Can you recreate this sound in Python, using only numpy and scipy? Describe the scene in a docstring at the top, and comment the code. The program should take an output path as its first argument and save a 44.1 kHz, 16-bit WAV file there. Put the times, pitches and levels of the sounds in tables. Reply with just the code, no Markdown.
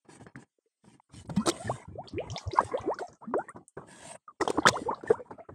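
"""Wet fingers rub a bottle in short strokes by stick-slip, while shaped noise gives stretches of river
noise let through by a phone's noise gate, near silence between. Brief single-pitch tones plop, thump and
click; water slaps the neck with a push of pressure, a dull thud and spray. Droplets tick, two knocks
ring the wall, then air leaves in glugs, swelling sines that mostly climb in pitch as each bubble nears
the surface. Later, water rushes past the open neck for a moment, before the last glugs and slaps."""
import sys
import numpy as np
from scipy import signal
from scipy.io import wavfile
from scipy.ndimage import uniform_filter1d, map_coordinates

SR = 44100
rng = np.random.default_rng(int(sys.argv[2]) if len(sys.argv) > 2 else 0)


def wav_out(sig):
    """Save sig, one row per channel (or a flat mono array), as 16-bit PCM at SR to the path in sys.argv[1]."""
    wavfile.write(sys.argv[1], SR, np.round(np.clip(np.atleast_2d(sig).T, -1, 1) * 32767).astype(np.int16))


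N = 244578

ATTACK_S, RELEASE_S = 0.0071, 0.014  # onset of a stretch; decay constant after a stretch or rub


def undb(db):
    """Level law: the amplitude gain of a level in dB."""
    return 10 ** (np.asarray(db) / 20)


def unit_rms(x):
    """Normalisation: scales a signal to an rms of 1."""
    return x / np.sqrt(np.mean(x ** 2))


def add(out, start_s, x):
    """Superposition: mixes x into out from start_s on."""
    i = max(int(start_s * SR), 0)
    out[i:i + len(x)] += x[:N - i]


def walk(rate_hz):
    """Slow random modulation: levels held 1 / rate_hz and smoothed twice; spread near 1."""
    hold = int(SR / rate_hz)
    steps = np.repeat(rng.standard_normal(N // hold + 1), hold)
    return 2.59 * uniform_filter1d(uniform_filter1d(steps, hold), hold)[:N]


def grains(length, depth_db):
    """Intermittency: random gain steps of length samples, exponential in dB, make noise crackle."""
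    heights = np.minimum(rng.exponential(size=N // length + 1), 3)
    return undb(depth_db * heights).repeat(length)[:N]


def patches(bins, frames, shape):
    """Smooth random field over frequency and time, spread 1, in patches of the given size."""
    field = rng.standard_normal((int(shape[0] / bins) + 2, int(shape[1] / frames) + 2))
    rows, columns = np.arange(shape[0]) / bins, np.arange(shape[1]) / frames
    field = map_coordinates(field, np.meshgrid(rows, columns, indexing="ij"), order=1)
    return field / field.std()


def coloured(spectrum, broad_db, fine_db, grain_db=0.):
    """Spectral shaping: noise of rms 1 whose broad and narrow bands flicker independently."""
    hz, density_db = np.transpose(spectrum)
    noise = rng.standard_normal(N) * grains(64, grain_db)
    f, _, z = signal.stft(noise, SR, nperseg=1024, noverlap=768)
    colour_db = np.interp(np.log(f + 1), np.log(hz), density_db, left=-200, right=-200)[:, None]
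    flicker_db = broad_db * patches(14., 5.4, z.shape) + fine_db * patches(2.2, 9., z.shape)
    shaped = signal.istft(z * undb(colour_db + flicker_db), SR, nperseg=1024, noverlap=768)[1][:N]
    return unit_rms(shaped)


def pocket(rise_s, fall_s, start_hz, peak_hz, end_hz, wobble):
    """Bubble resonance: a pocket of air sounds as a sine that swells, glides, and breaks off."""
    t = np.arange(-1.2 * rise_s, 1.9 * fall_s, 1 / SR)
    after = np.maximum(t, 0) / fall_s
    glide_in = t / rise_s * np.log(peak_hz / start_hz)
    glide_out = np.tanh(after * 0.93) / np.tanh(.8) * np.log(end_hz / peak_hz)
    glide = np.where(t < 0, glide_in, glide_out)
    swell = np.sin(np.pi / 2 * np.clip(1 + t / (1.246 * rise_s), 0, 1)) ** 2
    die = np.exp(-1.1 * after - 0.88 * after ** 4)
    shake = np.resize(wobble, len(t))
    hz = np.minimum(peak_hz * np.exp(glide + 0.027 * shake), .4 * SR)
    # reversed, the same wobble shakes the level out of step with the pitch
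    return swell * die * undb(1.7 * shake[::-1]) * np.sin(2 * np.pi * np.cumsum(hz) / SR)


def gurgle(count=900):
    """Bubble cloud: many small resonances at random moments sum to a trickle; rms 1."""
    out, still = np.zeros(N), np.zeros(1)
    for when, size, climb, loud in rng.random((count, 4)):
        hz = 330. * 3.5 ** size
        bubble = pocket(1.2 / hz, 4.9 / hz, hz, hz, hz * (1 + 0.29 * climb), still)
        add(out, when * N / SR, undb(-10. * loud - 1.0 * size) * bubble)
    return unit_rms(out)


def ring(x, hz, width_hz, level_db):
    """Forced resonance: x drives a sum of steep, doubled peaks; rms 1."""
    out = np.zeros(len(x))
    for f, width, db in zip(hz, width_hz, level_db):
        peak = np.hstack(signal.iirpeak(f, f / width, fs=SR))
        out = out + undb(db) * signal.sosfilt([peak, peak], x) / np.sqrt(width)
    return unit_rms(out)


# share of the deepest bass over time, fuller while the bottle glugs, whole at 0 dB and above:
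# (time_s [s], level_db [dB])
BASS_SHARE = [(1.0, -14), (1.151, 2.5), (3.1, -5.5), (3.3, -12.5), (4.35, -6.5), (4.45, -3)]
DEEP_HZ = 125


def low_cut(x):
    """High-pass filtering: lets only a changing share of the deepest bass through."""
    top = signal.sosfilt(signal.butter(2, DEEP_HZ, "high", fs=SR, output="sos"), x)
    share = np.minimum(undb(np.interp(np.arange(N) / SR, *np.transpose(BASS_SHARE))), 1)
    return top + share * (x - top)


# stretches of river noise let through by the phone's noise gate, which shuts between them:
# (start_s [s], length_s [s], slosh_db [dB], trickle_db [dB], drift_db by the end [dB])
OPEN_STRETCHES = [(0.047, 0.026, -53, -58, -10), (0.083, 0.093, -52.5, -62.5, -2),
                  (0.197, 0.038, -38.5, -70, -10), (0.254, 0.036, -51, -58.5, -4.5),
                  (0.346, 0.079, -48, -63.5, -1.5), (0.834, 0.12, -57.5, -84, 7.5),
                  (1.091, 0.048, -62, -66.5, -1.5), (1.134, 0.078, -43.5, -60.5, -4),
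                  (1.245, 0.011, -41.5, -61.5, -2), (1.282, 0.15, -48, -61, 7.5),
                  (1.448, 0.17, -47, -44, -2.5), (1.64, 0.12, -38.5, -43, -6), (1.76, 0.07, -54, -49, -5.5),
                  (1.875, 0.2, -48, -62, -5), (2.035, 0.047, -63.5, -52, -1),
                  (2.107, 0.17, -53, -57.5, 7.5), (2.267, 0.13, -81, -53.5, 5.5),
                  (2.407, 0.054, -67.5, -53, -1), (2.458, 0.085, -53, -56, 1),
                  (2.555, 0.17, -47.5, -42.5, -7.5), (2.713, 0.08, -68, -46.5, 6),
                  (2.8, 0.2, -47.5, -45.5, -5), (2.99, 0.11, -78, -38.5, -24.5),
                  (3.079, 0.064, -49, -51, -10), (3.207, 0.11, -53.5, -61, 1.5),
                  (3.334, 0.17, -52, -50, -5), (3.543, 0.071, -45, -59, -4), (3.766, 0.08, -41, -46, -10),
                  (3.864, 0.29, -50, -62, -4), (4.273, 0.07, -72, -69.5, -5.5),
                  (4.401, 0.032, -46, -27.5, -10), (4.464, 0.17, -53, -48.5, 4),
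                  (4.65, 0.21, -42, -40, -6.5), (4.865, 0.15, -51, -43.5, -7),
                  (5.039, 0.053, -53.5, -50.5, 2), (5.088, 0.11, -43, -42, -11),
                  (5.197, 0.085, -65, -55, -1.5), (5.296, 0.056, -52, -56.5, 1),
                  (5.376, 0.084, -57, -54.5, -16.5), (5.484, 0.071, -45, -56.5, -3.5)]
# swells of fine hiss: (peak_s [s], rise_s [s], fall_s [s], level_db before the edge falls [dB])
HISS_SWELLS = [(0.13, 0.045, 0.057, -60.5), (0.22, 0.023, 0.034, -62.5), (0.41, 0.025, 0.035, -66.5),
               (0.9, 0.076, 0.079, -69), (1.18, 0.061, 0.062, -56), (1.39, 0.1, 0.086, -64),
               (1.56, 0.09, 0.27, -53), (2.089, 0.013, 0.013, -64.5), (2.391, 0.067, 0.073, -61),
               (2.55, 0.047, 0.074, -62.5), (2.66, 0.046, 0.059, -56), (3.008, 0.024, 0.089, -66.5),
               (3.95, 0.081, 0.051, -58), (4.079, 0.093, 0.078, -51.5), (4.42, 0.0098, 0.057, -60.5),
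               (4.52, 0.057, 0.1, -62), (4.749, 0.055, 0.13, -57), (5.109, 0.052, 0.04, -59)]
# spectra of low slosh, small bubbles and fine hiss: (frequency_hz [Hz], density_db [dB per Hz])
SLOSH_SPECTRUM = [(25, -43), (50, -10), (90, 1.5), (200, -3.5), (330, -10), (500, -24.5), (900, -76)]
TRICKLE_SPECTRUM = [(150, -19), (250, -4), (512, -6.5), (680, -3.5), (1090, -2.5), (1670, -13),
                    (2290, -20.5), (2800, -47), (3640, -37), (6160, -120)]
HISS_SPECTRUM = [(1180, -17.5), (2000, 0), (2280, -6.5), (3140, -2.5), (3980, -7), (6140, -5.5), (8630, 0),
                 (9250, -5.5), (10600, -20), (16000, -46.5)]
HISS_EDGE_DB = -17  # a swell's level one rise or fall off its peak
TRICKLE_HISS_DB, QUIET_DB = -25.5, -91.5  # hiss relative to its trickle; constant faint bed


def wash():
    """Gated noise: slosh and trickle pass in listed stretches; hiss swells over a faint bed."""
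    t, gain = np.arange(int(.4 * SR)) / SR, np.zeros((2, N))
    for start_s, length_s, *levels_db, drift_db in OPEN_STRETCHES:
        edge = np.clip(t / ATTACK_S, 0, 1) * np.exp(-np.maximum(t - length_s, 0) / RELEASE_S)
        for layer, db in zip(gain, levels_db):
            add(layer, start_s, edge * undb(db + drift_db * np.minimum(t / length_s, 1)))
    slosh_gain, trickle_gain = gain
    hiss_gain = undb(TRICKLE_HISS_DB) * trickle_gain
    for peak_s, rise_s, fall_s, db in HISS_SWELLS:
        off = np.arange(N) / SR - peak_s
        hiss_gain += undb(db + HISS_EDGE_DB * np.where(off < 0, off / rise_s, off / fall_s) ** 4)
    trickle = 0.85 * coloured(TRICKLE_SPECTRUM, 5.5, 6., 3.) + 0.6 * gurgle()
    slosh = coloured(SLOSH_SPECTRUM, 3., 2., 2.)
    hiss = coloured(HISS_SPECTRUM, 2., 4.3, 2.)
    quiet = undb(QUIET_DB) * coloured(TRICKLE_SPECTRUM[:3] + HISS_SPECTRUM[2:], 3., 3.)
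    return slosh_gain * low_cut(slosh) + trickle_gain * trickle + hiss_gain * hiss + quiet


# modes of the still empty bottle's wall, before damping by the hand, also rung by the knocks:
# (mode_hz [Hz], level_db [dB], t60_s [s])
WALL_MODES = [(425, -1, .03), (818, 1.5, .05), (930, 1, 0.15), (1236, -8, 0.1), (1680, -2, 0.035),
              (1940, -10, 0.2), (2207, -9, 0.028), (2490, -15, 0.25), (2640, -14.5, 0.044),
              (3183, -14, 0.15), (4320, -16, .06), (5200, -18, 0.06)]
# fingers sliding on the wall: (start_s [s], length_s [s], level_db at the start [dB])
FINGER_RUBS = [(0.046, 0.03, -66.5), (0.086, 0.085, -54), (0.196, 0.034, -58), (.264, 0.035, -58.5),
               (0.357, 0.069, -54), (0.841, 0.13, -65.5), (1.131, 0.081, -64.5)]
GRIP_T60_S, CLUMP_DB = 0.055, 1.75  # longest decay the hand allows; how far the slips come in clumps


def rubs():
    """Stick-slip friction: uneven slips of wet fingers ring the damped wall."""
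    hz, mode_db, t60_s = np.transpose(WALL_MODES)
    gain, t = np.zeros(N), np.arange(int(.2 * SR)) / SR
    for start_s, length_s, db in FINGER_RUBS:
        edge = np.clip(t / 0.0035, 0, 1) * np.exp(-np.maximum(t - length_s, 0) / RELEASE_S)
        add(gain, start_s, undb(db - 60. * t) * edge)
    slips = rng.standard_normal(N) * undb(CLUMP_DB * walk(150)) * grains(32, 4.4)
    # nearly the same mode levels as the knocks
    return gain * ring(slips, hz, 5.4 / np.minimum(t60_s, GRIP_T60_S), 1.03 * mode_db)


# short plops, thumps and clicks, each a brief tone at one pitch:
# (peak_s [s], fall_ms [ms], pitch_hz [Hz], level_db before shaking [dB])
SHORT_TONES = [(0.091, 4.3, 350, -46.5), (0.135, 2.8, 268, -40), (0.155, 1.9, 308, -49),
               (0.267, 0.78, 1580, -34.5), (0.3575, 1, 1550, -37), (1.0, 4.1, 2220, -56.5),
               (0.27, 3.1, 275, -39), (0.361, 2.7, 270, -43), (0.379, 4.9, 250, -42),
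               (4.426, 2, 1104, -20.5), (4.505, 4.7, 506, -29), (4.512, 2.2, 950, -31),
               (4.688, 2.2, 4120, -16), (5.012, 6, 1320, -47.5), (5.039, 3.1, 370.6, -28.5),
               (5.066, 4.7, 880, -36.5), (0.589, 2.4, 460, -56.5), (0.662, 18, 455, -61.5),
               (1, 5.3, 976, -44), (1.853, 8.6, 930, -45), (1.958, 5.1, 390, -35), (2.361, 6, 2170, -43),
               (2.381, 11, 2190, -40), (1.675, 14, 1750, -32), (2.588, 5.4, 957, -8),
               (2.636, 2.5, 505, -25), (2.988, 8.9, 1450, -36.5), (3.025, 40, 720, -32.5),
               (3.34, 2.9, 1090, -15.5), (3.391, 37, 1410, -39), (3.485, 9.9, 1810, -34),
               (3.56, 10.5, 996, -39.5), (4.309, 11, 1180, -46), (4.412, 6.6, 2020, -21),
               (4.478, 0.43, 820, -12), (4.576, 7.1, 1045, -25), (4.623, 6, 830, -34),
               (4.655, 4.9, 1010, -13), (4.66, 17.3, 1284, -13.5), (4.671, 5.4, 3570, -17),
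               (4.6709, 2.1, 1674, -4.5), (5.126, 8.6, 494, -28), (5.198, 28, 490, -31),
               (5.308, 10.6, 868, -36)]
PLOP_RISE_CYCLES, PLOP_CLIMB_OCT = 1.6, 0.0056


def plops(wobble):
    """Damped oscillation: each brief tone rises within cycles and dies, its pitch and level shaken."""
    out = np.zeros(N)
    for peak_s, fall_ms, hz, db in SHORT_TONES:
        rise_s, fall_s = PLOP_RISE_CYCLES / hz, max(fall_ms, .5) / 1000
        plop = pocket(rise_s, fall_s, hz, hz, hz * 2 ** PLOP_CLIMB_OCT, wobble[int(peak_s * SR):])
        add(out, peak_s - 1.2 * rise_s, undb(db) * plop)
    return out


# water slapping the neck, levels and decay before the tail is cut short:
# (start_s [s], thud_db [dB], spray_db [dB], t60_s [s])
NECK_SLAPS = [(0.206, -46, -70, 0.14), (0.266, -38.5, -55, 0.024), (0.357, -48.5, -56.5, 0.073),
              (0.841, -55, -85, 0.31), (1.254, -57, -60.5, 0.066), (1.295, -26, -45, 0.049),
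              (1.362, -32.5, -38.5, 0.076), (1.458, -27.5, -36, 0.09), (1.472, -19.5, -27.5, 0.15),
              (1.486, -18, -19, 0.031), (1.494, -28, -17, 0.025), (1.693, -20, -60, 0.016),
              (2.129, -45, -55, 0.015), (2.603, -27, -51, 0.2), (2.744, -24, -64, 0.03),
              (2.986, -53, -46, 0.15), (3.338, -20.5, -76, 0.071), (3.561, -41, -70, 0.33),
              (3.772, -30, -88.5, 0.11), (4.409, -21, -35.5, 0.097), (4.45, -27, -45, 0.037),
              (4.476, -20, -33, 0.037), (4.49, -29.5, -43, 0.073), (4.5, -20, -26.5, 0.031),
              (4.583, -10.5, -61.5, 0.021), (4.658, -18.5, -40, 0.15), (4.67, -25, -17.5, 0.051),
              (4.68, -17, -37, 0.12), (4.684, -24, -8.5, 0.028), (4.907, -26, -81, 0.13),
              (5.03, -39, -59.5, 0.079), (5.101, -18, -67, 0.16), (5.307, -34.5, -64.5, 0.19),
              (5.388, -43, -99.5, 0.19), (5.489, -33.5, -102.5, 0.084)]
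# spectra of dull thud and fine spray: (frequency_hz [Hz], density_db [dB per Hz])
THUD_SPECTRUM = [(35, -44), (60, -11.5), (435, 7.5), (986, -0.5), (1460, -6), (1990, -19), (3000, -53.5),
                 (3900, -54), (6600, -120)]
SPRAY_SPECTRUM = [(1180, -28), (2000, -4), (2670, -14.5), (3680, -4), (6820, -8), (8780, -7),
                  (10200, -22.5), (16000, -32.5)]


def slaps():
    """Impact radiation: a push of pressure, then a dull thud and spray dying together."""
    push, thud, spray = np.zeros(N), np.zeros(N), np.zeros(N)
    t = np.arange(int(.3 * SR)) / SR
    crest = 0.85  # noise peaks well above its rms
    blow = np.sin(2 * np.pi * 400.0 * t) * np.exp(-t / 0.0031)
    for start_s, db, spray_db, t60_s in NECK_SLAPS:
        # the tail is cut short as the phone's noise gate closes
        shape = (1 - np.exp(-t / 0.002)) * undb(-60 * t / max(t60_s, .01) - 17000.0 * t ** 2)
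        add(push, start_s, undb(db - 4.0) * blow)
        add(thud, start_s, undb(db) * crest * shape)
        add(spray, start_s, undb(spray_db) * shape * (1 - np.exp(-t / 0.0015)))
    mist = coloured(SPRAY_SPECTRUM, 1.5, 3., 2.6)
    return push + thud * low_cut(coloured(THUD_SPECTRUM, 0.92, 1.9)) + spray * mist


# droplets and small ticks: (start_s [s], level_db [dB], pitch_hz [Hz])
DROPLETS = [(1.276, -47.5, 9100), (1.399, -40.5, 4530), (1.4682, -19.5, 8860), (2.0754, -37, 3300),
            (2.084, -32, 4500), (2.183, -26, 2393), (2.275, -43, 2080), (2.3006, -32.5, 3110),
            (2.301, -33, 5900), (2.316, -30, 5630), (2.361, -24, 3540), (2.378, -22.5, 5240),
            (2.4152, -46, 4300), (2.475, -38.5, 5600), (2.51, -37, 2100), (2.5155, -32.5, 3850),
            (2.535, -29, 4930), (2.5747, -33, 4800), (2.578, -31.5, 2130), (2.6148, -36, 8500),
            (2.646, -34, 8300), (2.775, -33, 3240), (2.813, -42, 6230), (2.816, -44, 2350),
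            (2.9431, -40.5, 5480), (2.987, -37.5, 4440), (3.071, -45.5, 6200), (3.082, -42.5, 5500),
            (3.1293, -45, 6130), (3.152, -52, 6450), (3.38, -44, 8350), (3.4926, -37.5, 8490),
            (3.6807, -37, 8080), (4.418, -26.5, 5270), (4.4773, -23.5, 3230), (4.6, -42, 4300),
            (4.632, -38.5, 3300), (4.6615, -16, 3160), (4.7312, -34, 3480), (4.946, -39.5, 4020),
            (5.33, -55.5, 2200), (5.402, -49, 2110)]
FIZZ_CYCLES = 620  # t60 of the fizz, in cycles of the ring


def drops():
    """Entrained-bubble ringing: a droplet ticks, rings a few cycles and leaves a narrow fizz."""
    out = np.zeros(N)
    t = np.arange(int(.2 * SR)) / SR
    for start_s, db, hz in DROPLETS:
        tone = np.sin(2 * np.pi * hz * t) * np.exp(-t * hz / 10.8)
        band = signal.butter(3, [hz / 1.165, min(hz * 1.262, 9800.)], "band", fs=SR, output="sos")
        decay = 0.55 * np.exp(-t / 0.00035) + 0.32 * undb(-60 * t * hz / FIZZ_CYCLES)
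        fizz = signal.sosfilt(band, rng.standard_normal(len(t)) * decay)
        soft = np.sin(np.pi / 2 * np.minimum(t * hz / 3, 1)) ** 2  # onset over three cycles
        add(out, start_s, undb(db) * soft * (0.8 * tone + fizz))
    return out


# knocks on the bottle before it goes under: (start_s [s], level_db [dB])
BOTTLE_KNOCKS = [(1.296, -52.5), (1.368, -39)]


def knocks():
    """Modal ringing: each knock excites every mode of the wall by a different amount."""
    out = np.zeros(N)
    t = np.arange(int(.25 * SR))[:, None] / SR
    hz, mode_db, t60_s = np.transpose(WALL_MODES)
    for start_s, db in BOTTLE_KNOCKS:
        chance = rng.standard_normal(len(hz))
        tones = np.sin(2 * np.pi * hz * (1 + 0.005 * chance) * t)
        modes = tones * undb(-60 * t / np.clip(t60_s, .02, .4)) * np.minimum(t / 0.0033, 1)
        add(out, start_s, modes @ undb(db + mode_db + 1.0 * chance))
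    return out


# pockets of air that swell and glide, mostly upwards: (peak_s [s], rise_ms [ms], fall_ms [ms],
# pitch_hz at the peak [Hz], climb [octaves per s], level_db before shaking [dB])
GLIDING_POCKETS = [(1.311, 5.3, 24, 147, 11, -30), (1.374, 4.6, 41.5, 181.5, 9, -17),
                   (1.417, 2.5, 36, 1266, 6, -39), (1.487, 20.3, 12.5, 1304, 7.5, -26.5),
                   (1.493, 11, 16, 343.5, 0, -23.5), (1.515, 3, 6.7, 3200, 37, -33),
                   (1.601, 4.3, 53, 635, 5.5, -37.5), (1.699, 3.7, 21, 648, 34.5, -19.5),
                   (1.719, 46, 17, 123.5, 2.5, -35.5), (1.948, 40, 57, 96.8, 6.5, -45.5),
                   (1.99, 16, 33.6, 590, 18.5, -33.5), (2.158, 32, 34, 99.4, 16.5, -35),
                   (2.185, 4, 7.8, 2163, 71, -35), (2.137, 4.2, 47, 269.4, 10.5, -35),
                   (2.197, 40, 27.8, 496, 23, -27), (2.329, 50, 31, 126, 19, -33),
                   (2.34, 8.9, 18, 690, 8, -42), (2.362, 2.5, 21, 684, 15, -34),
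                   (2.478, 19, 19.4, 92.6, 25, -25.5), (2.541, 12.7, 3.9, 352, -8, -27.5),
                   (2.55, 9.4, 22, 564, 10, -36.5), (2.589, 2, 24.3, 1490, 12, -30),
                   (2.596, 1.8, 18.6, 1084, 11.5, -22), (2.607, 3.17, 1.9, 614, 5, -22.5),
                   (2.653, 18.7, 23, 99, 14, -36), (2.751, 20.6, 15.2, 520, 16.5, -20.5),
                   (2.775, 2.3, 28, 633, 38.5, -33.5), (2.808, 17.4, 8.6, 91, 8, -38),
                   (2.896, 38.3, 48, 493, 25, -23.5), (3.019, 14.6, 6.2, 463, 35, -29),
                   (3.239, 26.6, 17, 1006, 19, -44), (3.277, 5.2, 118, 208, 6, -33),
                   (3.361, 27, 52, 419, 19.5, -23.5), (3.486, 1.83, 32.8, 997, 16, -39),
                   (4.282, 3.4, 23, 1238, 2.5, -36), (4.418, 10.4, 15, 1057, 7.5, -33),
                   (4.426, 24.4, 10.4, 366, -7.5, -25.5), (4.482, 3.38, 6.9, 427, 17, -23.5),
                   (4.555, 13.6, 46, 372, 14.5, -38.5), (4.585, 3.15, 6.6, 860, 66, -16),
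                   (4.589, 9.8, 13.4, 322, 0, -19.5), (4.691, 8.8, 8.2, 968, 9, -21),
                   (4.71, 10, 16, 112, 2.2, -30.5), (4.763, 44, 16.6, 1012, 29, -26),
                   (4.793, 25, 5, 514, 14, -29), (4.819, 4.4, 15, 253, 31, -29.5),
                   (4.876, 20.6, 31, 486, 8.5, -30.5), (4.893, 10, 19, 924, 15.5, -24),
                   (4.916, 6.5, 11, 1194, -6, -32.5), (4.937, 26, 12, 965, 29, -35),
                   (5.076, 1.5, 25, 1840, -6.5, -35.5), (5.112, 10, 7.8, 446.5, 9, -10),
                   (5.147, 29, 20.6, 1052, 26, -34.5), (5.178, 32, 22, 966, 29.5, -46.5),
                   (5.4, 19.3, 33, 657, 1.5, -39.5)]
GLUG_SHAKE, SHAKEN_HZ = .8, 610  # bigger pockets, pitched below SHAKEN_HZ, ring steadier


def glugs(wobble):
    """Bubble resonance: pockets, shaken by the water, glide at their own rates, mostly upwards."""
    out = np.zeros(N)
    for peak_s, rise_ms, fall_ms, hz, climb, db in GLIDING_POCKETS:
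        rise_s, fall_s = max(rise_ms, .3) / 1000, max(fall_ms, .5) / 1000
        start_hz, end_hz = hz * 2 ** (-climb * rise_s), hz * 2 ** (climb * fall_s)
        shake = GLUG_SHAKE * min(hz / SHAKEN_HZ, 1) * wobble[int(peak_s * SR):]
        glug = pocket(rise_s, fall_s, start_hz, hz, end_hz, shake)
        add(out, peak_s - 1.2 * rise_s, undb(db) * glug)
    return out


# water rushing past the open neck: (time_s [s], level_db before wavering [dB])
NECK_RUSH = [(3.86, -90), (3.885, -52.5), (3.97, -54), (4.06, -48.5), (4.163, -53), (4.18, -82)]
# resonances of the rush, and a band of steady hiss near 8.5 kHz; drift counts from the rush's third row:
# (pitch_hz [Hz], width_hz [Hz], level_db [dB], drift [dB per s])
RUSH_BANDS = [(649, 180, 2.5, 34), (927, 135, 3, -0.5), (1658, 190, 2.5, -40), (2120, 130, -11, 19),
              (2690, 210, -7.5, 1.5), (8500, 1200, -2.5, 2)]


def rush():
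    """Flow-excited resonance: wavering turbulence crosses the neck; the deeper resonances take over."""
    t = np.arange(N) / SR
    level_db = np.interp(t, *np.transpose(NECK_RUSH), left=-200, right=-200)
    level_db = level_db + 1.25 * walk(29.88) + 1.6 * walk(200)
    hz, width_hz, db, drift = np.transpose(RUSH_BANDS)
    since = np.clip(t, NECK_RUSH[0][0], NECK_RUSH[-1][0]) - NECK_RUSH[2][0]
    bands = ring(rng.standard_normal(N), hz, width_hz, db[:, None] + drift[:, None] * since)
    return undb(level_db) * bands


def scene():
    """Superposition: all sources reach one microphone in open air, without reflections."""
    wobble = walk(220)  # shared by plops and glugs
    return (wash() + rubs() + plops(wobble) + slaps() + drops() + knocks() + glugs(wobble) + rush())[None]


def record(dry):
    """Transducer response: the small microphone loses deep bass, peaks at its port and cuts the top."""
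    thin = signal.sosfilt(signal.butter(3, 55., "high", fs=SR, output="sos"), dry)
    port = signal.lfilter(*signal.iirpeak(8600., 6., fs=SR), thin)
    top_cut = signal.ellip(8, .2, 70, 15850, fs=SR, output="sos")
    return signal.sosfilt(top_cut, thin + 0.15 * port)


dry = scene()
out = record(dry)
wav_out(out)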